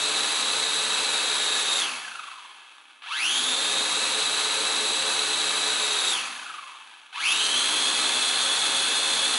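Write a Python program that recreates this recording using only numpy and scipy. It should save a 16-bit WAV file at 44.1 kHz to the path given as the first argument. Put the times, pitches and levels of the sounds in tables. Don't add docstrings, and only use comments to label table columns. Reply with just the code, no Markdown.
import sys
import numpy as np
from scipy import signal
from scipy.io import wavfile
from scipy.ndimage import uniform_filter1d

SR = 44100
rng = np.random.default_rng(int(sys.argv[2]) if len(sys.argv) > 2 else 0)


def put_to_file(sound):
    columns = np.atleast_2d(sound).T
    safe = np.clip(columns, -1, 1)
    whole_steps = np.round(safe * 32767)
    wavfile.write(sys.argv[1], SR, whole_steps.astype(np.int16))


def invert_db(x):
    u = np.asarray(x, float) / 20
    return 10 ** u


N = 413658

WHEEL_TEETH, PINION_TEETH = 53, 9
FULL_SPEED = 75


def evened(x):
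    return x / np.sqrt(np.mean(x ** 2) + 1e-20)


def steadied(x):
    power = abs(uniform_filter1d((x ** 2).mean(0), SR // 5))
    return x / np.sqrt(power + 1e-20)


def read(points, hz):
    f, value = np.transpose(points)
    return np.interp(np.log(hz + 1), np.log(f + 1), value)


def coloured(x, points, modes=()):
    hz = abs(np.fft.fftfreq(8192, 1 / SR))
    db = read(points, hz) + sum(lift / (1 + (2 * (hz - f) / width) ** 2) for f, width, lift in modes)
    log_gain = np.log(invert_db(np.maximum(db, -100)))
    taps = np.fft.ifft(np.exp(np.conj(signal.hilbert(log_gain)))).real[:4096]
    return signal.oaconvolve(x, taps[None], axes=1)[:, :N]


def drift(hz):
    step = SR / (2 * hz)
    count = int(N / step) + 2
    return np.interp(np.arange(N) / step, np.arange(count), rng.standard_normal(count))


def throttle():
    # full on t/s, cut t/s, spin-up time t/s, level/dB
    runs = [(-3, 1.8, .2, 0), (3.019, 6.12, .225, 0), (7.124, 12, .145, 1)]
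    tops = [(76, 74.3, 72.5, 71.5), (76.6, 74.4, 73, 72.2), (78.3, 77, 68.4, 64.1)]
    lags = [(0, 0, 0, 0), (0, .35, .55, .7), (0, .25, .48, .47)]
    halving = [.27, .25, .22, .21]
    ease_s, ease_share, ease_db = .35, .045, 0.5
    spin_shape, creep_s, step_s = 1.9, .25, .03
    cruise_load, settle_s, bite_s, let_go_s = .7, .4, .002, .05

    t = np.arange(N) / SR
    speed, (load, on, run_db) = np.zeros((4, N)), np.zeros((3, N))
    for (start, cut, spin_s, db), top_hz, lag in zip(runs, tops, lags):
        since, after = np.maximum(np.minimum(t, cut) - start, 0), np.maximum(t - cut, 0)
        top_hz, lag, coast_s = (np.array(c)[:, None] for c in (top_hz, lag, halving))
        ease = np.exp(np.minimum(t - cut, 0) / ease_s)
        goal = top_hz * (1 - ease_share * ease)
        rest = speed[:, [max(int(start * SR), 0)]]
        rest = rest.mean() + (rest - rest.mean()) * np.exp(-since / step_s)
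        climbed = goal + (rest - goal) * np.exp(-(since / spin_s) ** spin_shape)
        climbed = np.minimum(climbed, goal * (1 - lag * np.exp(-since / creep_s)))
        held = (1 - np.exp(-since / bite_s)) * np.exp(-after / let_go_s)
        pull = cruise_load + (1 - cruise_load) * np.exp(-(since / settle_s) ** 2)
        now = t >= start
        speed = np.where(now, climbed / (1 + after / coast_s), speed)
        load = np.where(now, held * pull, load)
        on = np.where(now, held, on)
        run_db = np.where(now, held * (db + ease_db * ease ** 4), run_db)
    return speed, load, on, run_db


def throb(turns, sharp):
    return np.exp(sharp * (np.cos(2 * np.pi * turns) - 1))


def teeth_passed(turns, pace, load):
    wobble = .15 * np.sin(2 * np.pi * turns) + .05 * np.sin(2 * np.pi * turns * WHEEL_TEETH / PINION_TEETH)
    play = .05 * drift(450) + .03 * drift(200) + .06 * drift(60)
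    shift = (wobble + play) * (.25 + .75 * pace + .45 * (1 - load) ** 2)
    return np.maximum.accumulate(turns * WHEEL_TEETH + shift)


def ticks(turns, speed, load, runout):
    octave, rub = 2.4, 1.7
    pinion, pace = turns * WHEEL_TEETH / PINION_TEETH, speed / FULL_SPEED
    teeth = teeth_passed(turns, pace, load)
    k = np.arange(np.ceil(teeth[0]), teeth[-1]).astype(int)
    at = np.interp(k + .02 * rng.standard_normal(N)[k], teeth, np.arange(N))
    binding = throb(turns, sharp=3)
    unsteady = .5 * binding + .4 * np.sin(2 * np.pi * pinion) + .65 * drift(300) + .45 * drift(50)
    driven = 1.8 * load * (1 + unsteady)
    chatter = .4 + 1.6 * pace ** 2 + 2.4 * np.exp(-((pace - .31) / .09) ** 2)
    coasting = .9 * runout * (1 - load) * chatter * binding

    parting = octave * pace ** 5 * driven * np.cos(4 * np.pi * teeth)
    rubbing = rub * coasting * np.cos(2 * np.pi * teeth)
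    tones = (parting + rubbing) * speed * WHEEL_TEETH / (2 * SR) / (1 + 1.3 * load)

    even, binding, load = (np.interp(at, np.arange(N), c) for c in (driven + coasting, binding, load))
    wear = 0.47 * rng.standard_normal(WHEEL_TEETH)[k % WHEEL_TEETH]
    wear = wear + 0.083 * rng.standard_normal(PINION_TEETH)[k % PINION_TEETH]
    burst_db = 2.98 * np.minimum(rng.exponential(1, N)[k], 3)
    rattle = 0.59 * rng.standard_normal(N)[k] * invert_db(burst_db)
    size = (even + (wear + rattle) * (1 + .25 * binding)) / (1 + 1.3 * load)
    pulses = np.bincount((4 * at).astype(int), size, 4 * N)
    return tones + signal.resample_poly(pulses, 1, 4)


def shell(gears):
    # f/Hz, level/dB per Hz
    answer = [(180, -50), (300, -17.5), (580, -21), (860, -4.5), (1050, -2.5), (1300, -3), (1700, -3),
              (1850, -8), (2150, -3.5), (2600, -3), (3400, -2.5), (4000, -7.5), (4900, -21), (6400, -24),
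              (11000, -20), (14000, -57)]
    # f/Hz, width/Hz, lift/dB
    shell_modes = [(1290, 130, 4), (1660, 110, 3), (2000, 250, -3), (2610, 150, 6), (3250, 300, 2),
                   (4500, 250, 1)]
    return steadied(coloured(gears, answer, shell_modes))


def brush_noise(turns):
    return (3.7 + throb(turns, sharp=2.2)) * invert_db(1.5 * drift(40)) * rng.standard_normal(N)


def hiss(brushes, gears, load):
    # f/Hz, level/dB per Hz
    spectrum = [(700, -41.5), (1200, -2.5), (2000, 3.5), (3000, -10), (4400, 10), (5200, -0.5), (6400, 5.5),
                (7000, 1.5), (8300, -1.5), (9100, 0.5), (10500, 4), (12000, -11.5)]
    edge = steadied(signal.lfilter([1, -2, 1], 1, gears))
    bright = steadied(brushes) + invert_db(9) * load * edge
    return steadied(coloured(bright, spectrum))


def hum(turns):
    # multiple of the shaft speed, level/dB
    orders = [(1, -19), (2, -12.5), (3, -8.5), (4, -2.5), (5, -1), (6, -1), (7, 0.5), (8, -1.5)] + [(WHEEL_TEETH / PINION_TEETH, -0.5)]
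    return sum(invert_db(db + 4 * drift(6)) * np.sin(2 * np.pi * (k * turns + rng.random())) for k, db in orders)


def table_top(shake):
    # f/Hz, level/dB per Hz
    low_noise = [(20, -58), (50, -37), (110, -17.5), (190, -14), (300, -9), (450, -10), (700, 4),
                 (1000, 0.5), (1500, -48.5)]
    # f/Hz, width/Hz, lift/dB
    table_modes = [(242.4, 23, 10.5), (437, 44, 4), (543, 14, 6), (807, 26, 4.5)]
    middle, side = rng.standard_normal((2, N))
    noise = middle + 0.3 * side * [[1], [-1]]
    shake = evened(shake) + invert_db(3) * evened(coloured(noise, low_noise))
    return evened(coloured(shake, [(1, 0), (SR, 0)], table_modes))


def room(x):
    # f/Hz, t/s
    decay = [(200, 0.89), (1000, 0.56), (4000, 0.06), (10000, 0.26)]
    taps = np.zeros((2, SR // 2))
    at = np.arange(100, SR // 2 - 20, 20) + rng.integers(0, 20, (2, (SR // 2 - 101) // 20))
    np.put_along_axis(taps, at, rng.choice([-1., 1.], at.shape), 1)
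    taps[1] = taps[0] + 0.45 * taps[1]
    hz, t, z = signal.stft(taps, SR, nperseg=256)
    fade = invert_db(-60 * t / read(decay, hz)[:, None])
    tail = signal.istft(z * fade, SR, nperseg=256)[1]
    tail = tail / np.linalg.norm(tail, axis=1)[:, None]
    return signal.oaconvolve(x.mean(0)[None], tail, axes=1)[:, :N]


def noise_floor():
    # f/Hz, level/dB per Hz
    spectrum = [(24, -83), (40, -65), (262, 3), (687, -4), (1300, 0), (2560, -15), (5070, -33),
                (11000, -22), (14300, -48), (22000, -120)]
    return evened(coloured(rng.standard_normal((2, N)), spectrum))


def scene():
    # level/dB, left-right/dB, hum level/dB, wheel run-out/1
    quartet = [(-3.5, 5.5, 3.5, 0.37), (-3.5, -0.5, -1.5, 0.46), (-3, 2.5, 0.5, 0.52), (-2.5, 3, 1, 0.94)]
    # level at full speed/dB, power of speed, gain while pulling from rest/dB
    layers = [(-27, 1.663, 13), (-27.5, 2.45, 9.5), (-40.5, 2.17, -8)]
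    room_db, floor_db, knock_db = -9, -71, 3.5

    speeds, load, on, run_db = throttle()
    pace = speeds.mean(0) / FULL_SPEED
    tick_db, hiss_db, hum_db = (db + run_db + 20 * power * np.log10(pace) + pull_db * on * (1 - pace ** 2)
                                for db, power, pull_db in layers)
    tick_db = tick_db + knock_db * (1 - on) * np.exp(-((pace - .33) / 0.087) ** 2)

    gears, brushes, shake = np.zeros((3, 2, N))
    for speed, (db, pan_db, shake_db, runout) in zip(speeds, quartet):
        speed = speed * (1 + .004 * drift(20) + .055 * load * np.maximum(.9 - pace ** 2, 0) * drift(60))
        turns = rng.random() + np.cumsum(speed) / SR
        sides = invert_db(db + np.array([[pan_db / 2], [-pan_db / 2]]))
        gears += sides * ticks(turns, speed, load, runout)
        brushes += sides * brush_noise(turns)
        shake += sides * invert_db(shake_db) * (speed / FULL_SPEED) ** 2 * hum(turns)

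    motors = invert_db(tick_db) * shell(gears)
    motors = motors + invert_db(hiss_db) * hiss(brushes, gears, load)
    motors = motors + invert_db(hum_db) * table_top(shake)
    return motors + invert_db(room_db) * room(motors) + invert_db(floor_db) * noise_floor()


def roll_off(x):
    return signal.sosfilt(signal.butter(12, 12290, fs=SR, output="sos"), x)


def record(dry):
    # f/Hz, left-right/dB
    balance = [(300, -1.8), (700, 0), (2500, -2.5), (7000, -2.5), (11000, -4.5)]
    left = coloured(dry[:1], [(f, db / 2) for f, db in balance])
    right = coloured(dry[1:], [(f, -db / 2) for f, db in balance])
    x = np.vstack([left, right])
    x = signal.sosfilt(signal.butter(2, 60, "high", fs=SR, output="sos"), x)
    low_pass = signal.firwin(511, 11060, window=("kaiser", 9), fs=SR)  # taps, Hz
    x = signal.oaconvolve(x, low_pass[None], "same")
    return roll_off(x)


dry = scene()
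out = record(dry)
put_to_file(out)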